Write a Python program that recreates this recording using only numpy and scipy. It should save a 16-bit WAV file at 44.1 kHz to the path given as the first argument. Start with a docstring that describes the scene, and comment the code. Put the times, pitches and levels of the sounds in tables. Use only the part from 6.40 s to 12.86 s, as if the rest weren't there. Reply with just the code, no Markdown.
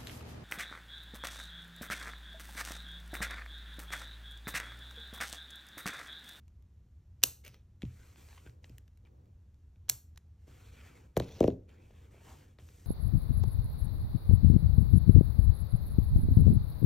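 """Small steel scissors trim two thread ends from a tassel on a table, close to a phone in a small room.
Each snip is a burst of parting fibres (noise), a snap (damped modes, smeared impact) and a ring (sines).
The scissors are laid down with knocks: dispersive bending waves that run through the table top as
falling chirps, with its modes and sway. Hands slide softly over its surface as grainy friction noise;
light ticks, catching blades, scrapes and a steady low room tone complete the scene."""
import sys
import numpy as np
from scipy import signal
from scipy.fft import rfft, irfft
from scipy.io import wavfile
from scipy.ndimage import uniform_filter1d

SR = 44100
rng = np.random.default_rng(int(sys.argv[2]) if len(sys.argv) > 2 else 0)


def materialize(psi):
    """Save the field psi as 16-bit PCM at rate SR to the path in sys.argv[1].

    A 1-D psi becomes a single channel; in a 2-D psi each row is a channel.
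    """
    bounded = np.clip(np.atleast_2d(psi).T, -1, 1)
    quanta = np.round(bounded * 32767).astype(np.int16)
    wavfile.write(sys.argv[1], SR, quanta)


N = 284886
T = np.arange(N) / SR
AGE = T[:2 ** 15]  # time since a hit [s]
SIDES = np.array([[1], [-1]])  # left, right


def undb(db):
    """Level to amplitude: 20 dB is a factor of ten."""
    return 10 ** (np.asarray(db) / 20)


def bins(x):
    """Fourier frequencies of x [Hz], kept above zero for logarithms."""
    return np.maximum(np.fft.rfftfreq(x.shape[-1], 1 / SR), 1)


def along(hz, points):
    """Linear interpolation of (frequency [Hz], value) points on a log-frequency axis."""
    point_hz, value = np.transpose(points)
    return np.interp(np.log(hz), np.log(point_hz), value)


def colour(x, points):
    """Minimum-phase filtering through (frequency [Hz], level [dB]) points by folding the cepstrum."""
    n = x.shape[-1]
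    cepstrum = irfft(np.log(undb(along(bins(x), points))), n)
    cepstrum[1:n // 2] *= 2
    cepstrum[n // 2 + 1:] = 0
    return irfft(rfft(x) * np.exp(rfft(cepstrum)), n)


def noise(points):
    """Stationary random noise of rms 1 with the given spectral shape."""
    x = colour(rng.standard_normal(N), points)
    return x / x.std()


def blow(x):
    """Energy normalisation: a hit gets the energy of 5 ms at rms 1."""
    return x / np.sqrt(np.sum(x ** 2) / (.005 * SR))


def fade(t60):
    """Exponential damping: 60 dB of decay in t60 [s]."""
    return np.exp(-np.log(1000) * AGE / t60)


def onset(build_s):
    """Gradual energy build-up over about build_s [s]."""
    return 1 - np.exp(-(AGE / build_s) ** 2)


def burst(t60):
    """Exponentially damped random noise."""
    return rng.standard_normal(len(AGE)) * fade(t60)


def ring(modes):
    """Modal superposition: damped sines with random phases, from (frequency [Hz], level [dB], t60 [s])."""
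    partials = (undb(db) * fade(t60) * np.sin(2 * np.pi * (hz * AGE + rng.random()))
                for hz, db, t60 in modes)
    return blow(sum(partials))


def add(out, s, x):
    """Linear superposition: mix x into out at time s [s]."""
    i = int(s * SR)
    out[i:i + len(x)] += x[:N - i]


def walk(rate):
    """Low-pass random fluctuation with a standard deviation of 1; rate in steps per second."""
    step = int(SR / rate)
    held = np.repeat(rng.standard_normal(N // step + 1), step)
    x = uniform_filter1d(held, step)[:N]
    return x / x.std()


# spectral shape of the room tone: (frequency [Hz], relative level [dB])
RUMBLE = [(20, -17), (35, -10.5), (48, -5.5), (62, 4), (75, 4), (90, 2), (125, -10), (180, -17.5),
          (300, -26.5), (600, -38), (1500, -45), (4000, -51), (12500, -51), (15500, -72.5)]
RUMBLE_DB = -56.5


def room_tone():
    """Stationary background noise, strongest at low frequencies."""
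    return undb(RUMBLE_DB) * noise(RUMBLE)


def room(x, wet_db=-21, t60=0.3, build_s=0.0023):
    """Diffuse reverberation of a small furnished room: echoes build up, then decay exponentially."""
    tail = burst(t60) * onset(build_s)
    tail = colour(tail, [(200, -1.0), (1500, 0.0), (3000, -6.0), (7000, 0.5), (12500, -2.5), (15500, -6.5)])
    return undb(wet_db) * signal.fftconvolve(x, tail / np.sqrt(np.sum(tail ** 2)))[:N]


# first echoes from the table top and things on it: (delay [s], level re direct sound [dB])
ECHOES = [(.00075, -24.5), (.0039, -21)]


def reflect(x):
    """Comb filtering: delayed reflections from hard surfaces interfere with the direct sound."""
    echoes = sum(undb(db) * np.exp(-2j * np.pi * bins(x) * lag) for lag, db in ECHOES)
    return irfft(rfft(x) * (1 + echoes), N)


def ports(x, phase):
    """Interaural-style phase difference: the left port leads the right by (frequency [Hz], phase [rad])."""
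    return irfft(rfft(x) * np.exp(.5j * SIDES * along(bins(x), phase)), N)


def move(start, end, attack_s, release_db_per_s):
    """Contact envelope of sliding: it sets in around start, holds, and dies away exponentially after end."""
    attack = np.clip((T - start) / attack_s + .5, 0, 1)
    return attack * undb(-release_db_per_s * np.maximum(T - end, 0))


def friction(points, patchy_db=2.75, shift_rate=22, catch_rate=200, catch_db=9):
    """Stick-slip noise: dense slips and sparse larger catches; quarter-octave bands wander in level."""
    catches = (rng.random(N) < catch_rate / SR) * rng.laplace(size=N)
    slips = rfft(colour(rng.standard_normal(N) + undb(catch_db) * catches, points))
    band = np.floor(4 * np.log2(np.maximum(bins(T), 400) / 400))  # one band up to 400 Hz
    x = sum(irfft(slips * (band == k), N) * undb(patchy_db * walk(shift_rate)) for k in np.unique(band))
    return x / x.std()


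# skin sliding over the table: (start [s], fastest [s], end [s], relative friction at the fastest [dB],
# swell [dB], fine hiss re friction [dB], relative board murmur [dB])
STROKES = [(1.412, 1.665, 1.81, -69, 5.5, 0.5, -71), (1.772, 1.94, 2.045, -68, 6, 3, -70.5),
           (2.041, 2.077, 2.19, -78, 22.5, 0.5, -65.5), (2.225, 2.254, 2.38, -75, 8, 1.5, -70.5),
           (2.631, 2.78, 2.91, -97, 12, -8, -69), (3.99, 4.06, 4.07, -84, 5, 3, -80),
           (4.071, 4.266, 4.306, -64.5, 3.5, -3.5, -66.5), (4.325, 4.47, 4.566, -61, 7.5, -6, -64.5),
           (4.55, 4.557, 4.66, -72.5, 5.5, -4.5, -66.5), (5.28, 5.306, 5.386, -68.5, 6, -13, -65.5),
           (5.389, 5.454, 5.68, -72.5, 7, -5.5, -69), (5.549, 5.632, 5.71, -77, 7, -4, -75),
           (5.71, 5.897, 6.1, -65.5, 9.5, -3, -66), (5.833, 5.895, 6.01, -74, 13, 6.5, -73),
           (6.191, 6.329, 6.52, -72.5, 4, 5, -68.5)]
STROKE_ATTACK_S, STROKE_RELEASE_DB_PER_S = 0.017, 183
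BOARD_SWELL = 0.29  # share of the swell that the board murmur follows


def strokes():
    """Speed-dependent friction gains (rub, hiss, board): each stroke swells to its fastest moment and slows."""
    rub, hiss, board = np.zeros((3, N))
    for start, fastest, end, db, swell_db, hiss_db, board_db in STROKES:
        contact = move(start, end, STROKE_ATTACK_S, STROKE_RELEASE_DB_PER_S)
        speed_db = np.interp(T, [start, fastest, end], [-swell_db, 0, -swell_db])
        rub += contact * undb(db + speed_db)
        hiss += contact * undb(db + hiss_db + speed_db)
        board += contact * undb(board_db + BOARD_SWELL * speed_db)
    return rub, hiss, board


# the skin sticks and stutters for a moment: (time [s], length [s], relative level [dB])
SCUFFS = [(1.885, 0.008, -65), (1.911, 0.018, -67), (1.973, 0.025, -64.5), (2.056, 0.027, -71),
          (2.651, 0.021, -75.5), (6.187, 0.01, -66)]
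SCUFF_ATTACK_S, SCUFF_RELEASE_DB_PER_S, SCUFF_GRAIN_DB = .006, 700, 5


def scuffs():
    """Stick-slip friction gain: the skin sticks and lets go in quick random jerks."""
    jerks = undb(SCUFF_GRAIN_DB * walk(250))
    return jerks * sum(undb(db) * move(s, s + length, SCUFF_ATTACK_S, SCUFF_RELEASE_DB_PER_S)
                       for s, length, db in SCUFFS)


def hands(rub_db=-1, press_db=0, hiss_db=-1, grain_db=0.88, waver_db=0.63):
    """Sliding friction: skin rubs over the table in tiny slips and sets the board murmuring."""
    slips = undb(grain_db * walk(500) + waver_db * walk(30))
    rub = friction([(250, -16.5), (700, -1.5), (1000, -0.5), (1500, 0.5), (2300, 2.5), (2800, -1.5),
                    (3300, -0.5), (3900, -9.5), (4600, -8.5), (5400, -15.5), (8000, -13.0), (13000, -19),
                    (15000, -29)])
    hiss = noise([(2000, -11.5), (5200, -1.5), (7000, 0), (8600, 4), (10200, -7.5), (11500, 1.5),
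                  (12500, 0), (13800, -8.5), (15500, -18)])
    board = noise([(30, -21.0), (70, 3), (130, 11.0), (250, 4), (480, 3.0), (680, -11.5), (920, -12.5),
                   (1400, -27.0), (3000, -34)])
    rub_gain, hiss_gain, board_gain = strokes()
    skin = undb(rub_db) * rub * np.hypot(rub_gain, scuffs()) + undb(hiss_db) * hiss * hiss_gain
    return slips * skin + undb(press_db) * board * board_gain


BRUSH_S, BRUSH_HALF_S, BRUSH_DB = 5.9, 0.032, -60.5  # centre, time from centre to half gain, level


def brush(grain_db=1.5):
    """Resonantly coloured friction: the palm brushes the table with a short, hollow swell."""
    hollow = noise([(300, -29), (650, -7.0), (900, -0.5), (1100, -10), (1600, -19.5), (4000, -30),
                    (8000, -44)])
    return undb(BRUSH_DB + grain_db * walk(300)) * hollow / (1 + ((T - BRUSH_S) / BRUSH_HALF_S) ** 2)


# the whole table swaying on its legs: (frequency [Hz], relative level [dB], t60 [s])
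SWAY = [(69, 0.5, 0.22), (84.2, -1, 0.27), (102.3, 2, 0.18), (120.9, 3.5, 0.28), (148.1, -6, 0.16)]


def sway(build_s=.012):
    """Low modes in fixed phase: the boom swells just after a blow, which always pushes the same way."""
    modes = sum(undb(db) * fade(t60) * np.sin(2 * np.pi * hz * AGE) for hz, db, t60 in SWAY)
    return blow(modes * onset(build_s))


# modes of the table top: (frequency [Hz], relative level [dB], t60 [s])
TABLE_MODES = [(182, -0.5, 0.37), (228, -2, 0.19), (263, 4, 0.25), (314, 0, 0.2), (405, -4, .3),
               (452.4, -6, .28), (498, -5, 0.27), (550, 1.5, 0.092), (640, -9.5, .2), (676, -10.5, 0.14),
               (1116, -13.5, .19)]
# how the table top radiates: (frequency [Hz], relative level [dB])
BOARD = [(60, -18.5), (120, -5), (220, -1.5), (400, 1.5), (560, 0), (680, -2.5), (810, -9), (1080, -9),
         (1400, -13.5)]


def knock(contact_hz, spread=.135, edge_db=-13, edge_path=2.75, modes_db=-11.0, wash_db=-16,
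          wash_t60=.2, boom_db=-18, boom_t60=0.43, build_s=.014):
    """Bending-wave dispersion: highs outrun lows, an edge echo follows, and modes and noise build up."""
    hz = bins(AGE)
    travel = 4 * np.pi * spread * np.sqrt(hz)  # phase [rad] whose group delay is spread / sqrt(Hz)
    push = 1 / np.sqrt(1 + (hz / contact_hz) ** 7)  # softer contacts lose their highs
    wave = np.exp(-1j * travel)
    edge = undb(edge_db) * np.exp(-1j * travel * edge_path)
    direct = blow(irfft(push * (wave + edge) * undb(along(hz, BOARD))))
    wash = undb(wash_db) * blow(colour(burst(wash_t60), BOARD + [(3000, -38.5)]))
    boom_shape = [(100, -7.5), (250, -0.5), (450, -2), (700, -13), (1100, -17), (2000, -40)]
    boom = undb(boom_db) * blow(colour(burst(boom_t60), boom_shape))
    tail = (undb(modes_db) * ring(TABLE_MODES) + wash + boom) * onset(build_s)
    return direct + irfft(push * wave * rfft(tail))


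# soft bumps of wrist and hand on the table top: (time [s], level [dB], contact bandwidth [Hz])
BUMPS = [(1.068, -58, 604), (1.4295, -31, 208), (2.059, -53, 460), (2.295, -53, 267.6), (4.074, -60, 808),
         (6.184, -57.5, 800)]
BUMP_SWAY_DB, BUMP_SWAY_SLOPE = -12.5, 0.59  # sway after a bump of 0 dB; dB of sway per dB of bump
# the scissors land, tips first, then the handles:
# (time [s], level [dB], contact bandwidth [Hz], sway from the weight behind it [dB])
LANDINGS = [(4.766, -20, 847, -33), (4.768, -22, 225, -37.5), (4.7982, -28.5, 927, -33.5),
            (5.0043, -14.5, 591.8, -23.5), (5.0266, -23.5, 563, -36), (5.0395, -18, 616, -26),
            (5.077, -18, 532, -30)]


def table():
    """Impact excitation: hand and scissors strike the table top, which rings and sways under their weight."""
    out = np.zeros(N)
    for s, db, contact_hz in BUMPS:
        bump_sway = undb(BUMP_SWAY_DB + BUMP_SWAY_SLOPE * db)
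        add(out, s, undb(db) * knock(contact_hz) + bump_sway * sway())
    for s, db, contact_hz, sway_db in LANDINGS:
        add(out, s, undb(db) * knock(contact_hz) + undb(sway_db) * sway())
    return out


# steel scraping on thread and table:
# (start [s], end [s], relative level [dB], relative table drone [dB])
SCRAPES = [(1.041, 1.072, -57.5, -63), (1.13, 1.143, -71.5, -64), (4.761, 5.076, -60.5, -52.5)]
SCRAPE_ATTACK_S, SCRAPE_RELEASE_DB_PER_S = 0.011, 273
# spectral shape of rough steel contact, also heard in the catches: (frequency [Hz], relative level [dB])
STEEL = [(300, -29), (500, -0.5), (900, -7), (1500, -4.5), (2700, 0.5), (3700, -1), (4500, -2.5),
         (6200, -4.5), (8000, -10), (10500, -5.5), (12500, -11), (15500, -21.5)]


def scrapes(gain_db=-1, grain_db=2.0, board_db=1):
    """Rough sliding friction: the blades drag with a catching grain, and pressed on the table make it drone."""
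    steel = undb(gain_db + grain_db * walk(500)) * friction(STEEL)
    board = noise([(25, -24.0), (55, -2.5), (110, 7), (300, -13.0), (460, -2.0), (650, -16.0),
                   (900, -18.0), (2000, -44.5)])
    out = np.zeros(N)
    for start, end, db, drone_db in SCRAPES:
        contact = move(start, end, SCRAPE_ATTACK_S, SCRAPE_RELEASE_DB_PER_S)
        out += contact * (undb(db) * steel + undb(board_db + drone_db) * board)
    return out


# catches of the reopening blades: (time [s], level before the treble tilt [dB], treble from 10 kHz up [dB])
CHATTER = [(1.0496, -51.5, -1.5), (1.0632, -53.5, -7), (1.0689, -54, -7), (1.0793, -53, 1.5)]
# resonances of the half-open blades: (frequency [Hz], t60 [s], relative level [dB])
CHATTER_MODES = [(2240, 0.01, -7), (2750, 0.014, -4), (3500, 0.014, -12), (4960, 0.0087, -17),
                 (6200, 0.011, -9), (8700, .008, -3), (12300, 0.009, -2), (14200, .008, -9)]


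def chatter(grit_db=-8, grit_t60=0.014):
    """Heavily damped modes: reopening blades catch on each other, each catch a gritty ping."""
    out = np.zeros(N)
    for s, db, treble_db in CHATTER:
        ping = ring([(hz, mode_db, t60) for hz, t60, mode_db in CHATTER_MODES])
        grit = undb(grit_db) * blow(colour(burst(grit_t60), STEEL))
        add(out, s, undb(db) * colour(ping + grit, [(4000, 0), (10000, treble_db)]))
    return out


# light contacts of blades, finger loops and clasp, each sounding a fixed short delay after its time:
# (time [s], relative peak level [dB], relative treble [dB])
TICKS = [(0.0794, -54.5, -11), (0.223, -58.5, -5), (0.8192, -48.5, -16), (0.8284, -36, -26.5),
         (1.0632, -43, -23), (1.1425, -43, -23), (1.419, -34.5, -29), (1.4287, -41.5, -32),
         (1.451, -47.5, -31), (1.7585, -45.5, -24), (1.886, -48, -30), (2.242, -41.5, -40),
         (2.095, -49.5, -18), (2.2943, -49.5, -15), (2.381, -38.5, -2), (2.478, -54, -21), (2.573, -57, -6),
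         (2.65, -58, -36), (2.856, -64, -15), (3.143, -61.5, -12), (3.358, -60.5, -29.5),
         (3.4835, -44.5, -24), (3.7588, -55.5, -20.5), (3.7742, -39, -11), (4.7734, -22.5, -1.5),
         (4.821, -40, -26), (5.102, -42.5, -28), (5.291, -51, -21), (6.1856, -48.5, -41),
         (6.287, -48.5, -24)]
# spectral shape of a click: (frequency [Hz], relative level [dB])
TICK = [(500, -2.5), (1200, -5), (2000, 0.5), (2800, -0.5), (3700, -3), (4800, -4.5), (6300, 0), (8000, -3),
        (12000, 3.5), (14000, -3), (15500, -16)]
# each landing clicks too: the click gains on the knock per octave of contact bandwidth above HARD_HZ
HARD_HZ, CLICK_DB_PER_OCTAVE, CLICK_TREBLE_DB = 871, 22.5, -19.5


def ticks(t60=0.0095, gain_db=-2, neutral_db=-6):
    """Brief contact impulses: clicks from handling and landing; harder landings click louder."""
    out = np.zeros(N)
    landings = [(s, db + CLICK_DB_PER_OCTAVE * np.log2(hz / HARD_HZ), CLICK_TREBLE_DB)
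                for s, db, hz, _ in LANDINGS]
    for s, db, treble_db in TICKS + landings:
        click = colour(burst(t60), TICK)
        click = colour(click, [(4000, 0), (10000, treble_db - neutral_db)])
        add(out, s + 0.0011, undb(db + gain_db) * click / np.abs(click).max())
    return out


def clack(smear_s, count=48):
    """Frequency-dependent group delay: each band of a hard steel impact leaves after its own tiny delay."""
    hz = bins(AGE)
    band_delay = smear_s * (0.27 + rng.exponential(size=count))
    delay = np.interp(hz, np.linspace(0, SR / 2, count), band_delay)
    phase = 2 * np.pi * np.cumsum(delay) * SR / len(AGE)
    return irfft(np.exp(-1j * phase)) * fade(0.1)


# snips: (time of closing [s], level [dB]; then re that level: fibre crunch [dB], blade ring [dB],
# bump into the table [dB]; and on its own: table sway [dB])
SNIPS = [(0.8368, -15, -23.5, -25.5, -26, -42.5), (3.4972, -20.5, -14, -27.5, -34.5, -42)]
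# spectral shape of the blades meeting: (frequency [Hz], relative level [dB])
SNAP = [(300, -23.5), (800, -9), (1500, -13.5), (2200, -8), (2800, -2.5), (3300, -7.5), (3700, -3.5),
        (5300, -8), (6300, -3), (8500, -0.5), (11000, 0.5), (13500, -3), (15000, -10), (16000, -16)]
# broad, quickly damped resonances of the closing blades; their strength depends on where the blades meet:
# (frequency [Hz], t60 [s], relative level in the first snip [dB], in the second snip [dB])
SNAP_MODES = [(2817, .0075, -3, -7), (3520, 0.0095, -11, -9), (4200, .011, -9, -6),
              (4800, 0.0097, -5.5, -10), (5637, .008, -16.5, -8), (6290, 0.0046, 0.5, 2),
              (7430, 0.0098, -13.5, 0), (8450, 0.0058, 0, -5.5), (10580, .008, -7.5, 1),
              (11920, .006, -2, -10), (11900, 0.015, -2.5, -9.5), (12210, .007, -3, -2),
              (13350, 0.0073, -2.5, -1), (15100, .007, -13, -18)]
# ring of the steel blades:
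# (frequency [Hz], t60 [s], relative level in the first snip [dB], in the second snip [dB])
BLADES = [(2934, .24, -7, -11), (3480, .22, -14, -7.5), (4199, .3, -4.5, -8), (4400, .24, -21, -2),
          (5570, .24, -11, -12.5), (6600, .17, -7.5, -6), (6900, .2, -8, -9), (7391, .17, -9, -0.5),
          (7720, .22, -6, -4.5), (8450, .13, -4.5, -11), (10780, .06, -5.5, 4), (11270, .16, -1, -1),
          (12050, .16, -2, 0), (12820, .15, -0.5, -10.5), (13330, .15, -1, -10), (13670, .11, -4, -3)]


def snips(smear_s=0.00083, clack_db=-6, snap_db=-1, snap_attack_s=0.00012, rebound_s=0.0021,
          rebound_db=-18, rebound_t60=.013, crunch_s=0.0065, bump_hz=850, shiver_db=-19,
          shiver_t60=0.27, shiver_build_s=.012):
    """Fracture, then impact: fibres part one after another; blades snap, shiver, ring and nudge the table."""
    out = np.zeros(N)
    shiver_shape = [(500, -6), (2000, -10.5), (3500, -7.5), (5200, -6.5), (8000, 2), (9500, -1),
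                    (11000, 6.5), (13300, 3.5), (14500, -10.5), (15500, -20)]
    for k, (s, db, crunch_db, ring_db, bump_db, sway_db) in enumerate(SNIPS):
        squeeze = np.minimum(6 * AGE / crunch_s, 1) * (AGE < crunch_s)
        uneven = undb(6.4 * rng.standard_normal(len(AGE)))
        fibres = rng.standard_normal(len(AGE)) * uneven * squeeze
        add(out, s - crunch_s, undb(db + crunch_db) * blow(colour(fibres, SNAP)))

        snap = ring([(hz, strength[k], t60) for hz, t60, *strength in SNAP_MODES])
        snap = undb(snap_db) * blow(snap * onset(snap_attack_s))
        impact = undb(clack_db) * blow(colour(clack(smear_s), SNAP))
        add(out, s, undb(db) * (snap + impact))
        add(out, s + rebound_s, undb(db + rebound_db) * blow(colour(burst(rebound_t60), SNAP)))

        shiver = colour(burst(shiver_t60) * onset(shiver_build_s), shiver_shape)
        blades = ring([(hz, strength[k], t60) for hz, t60, *strength in BLADES])
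        steel = undb(ring_db) * blades + undb(shiver_db) * blow(shiver)
        nudge = undb(bump_db) * knock(bump_hz)
        add(out, s, undb(db) * (steel + nudge) + undb(sway_db) * sway())
    return out


# phase lead of the left microphone port: (frequency [Hz], phase [rad])
PORT_PHASE = [(1500, 0), (3500, .17), (4300, .4), (4800, 1.6), (4950, 1.6), (5150, -.2), (6000, .25),
              (6500, 1), (7500, 1.6), (8500, 2.35), (10000, 3.14), (11200, 3.7), (12500, 4.4), (13600, 5.6),
              (14200, 6.2)]
# further lead for the scissors, which are off centre: (frequency [Hz], phase [rad])
SCISSORS_PHASE = [(100, 0), (500, .2), (1000, .5), (2000, .42), (3500, .38), (4500, .25), (5500, 0)]
# level of the left port over the right: (frequency [Hz], level difference [dB])
PORT_DB = [(150, 0), (290, .5), (500, 2.7), (700, 3.1), (1300, .8), (2400, 0)]


def scene(side_db=-6, table_side_db=0):
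    """Two-port superposition with phase and level differences; board murmur and table echo in antiphase."""
    knocks = table()
    steel = reflect(snips() + ticks() + chatter() + scrapes()) + knocks
    skin = reflect(hands() + brush())
    heard = ports(steel, SCISSORS_PHASE) + skin + room(steel + skin) + room_tone()
    balance = undb(SIDES * along(bins(T), PORT_DB) / 2)
    heard = irfft(rfft(ports(heard, PORT_PHASE)) * balance, N)
    murmur = noise([(120, -8.0), (350, 5.0), (700, -0.5), (1300, -6), (2500, -36)])
    _, _, board_gain = strokes()
    wide = undb(side_db) * murmur * board_gain
    echo = colour(room(knocks), [(100, -29.5), (200, -15), (400, -2.0), (700, 1.0)])
    return heard + SIDES * (wide + undb(table_side_db) * echo)


TOP_HZ = 15900


def record(dry):
    """Band limiting: the phone cuts the top with a steep elliptic low-pass."""
    return signal.sosfilt(signal.ellip(8, .2, 70, TOP_HZ, fs=SR, output="sos"), dry)


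dry = scene()
out = record(dry)
materialize(out)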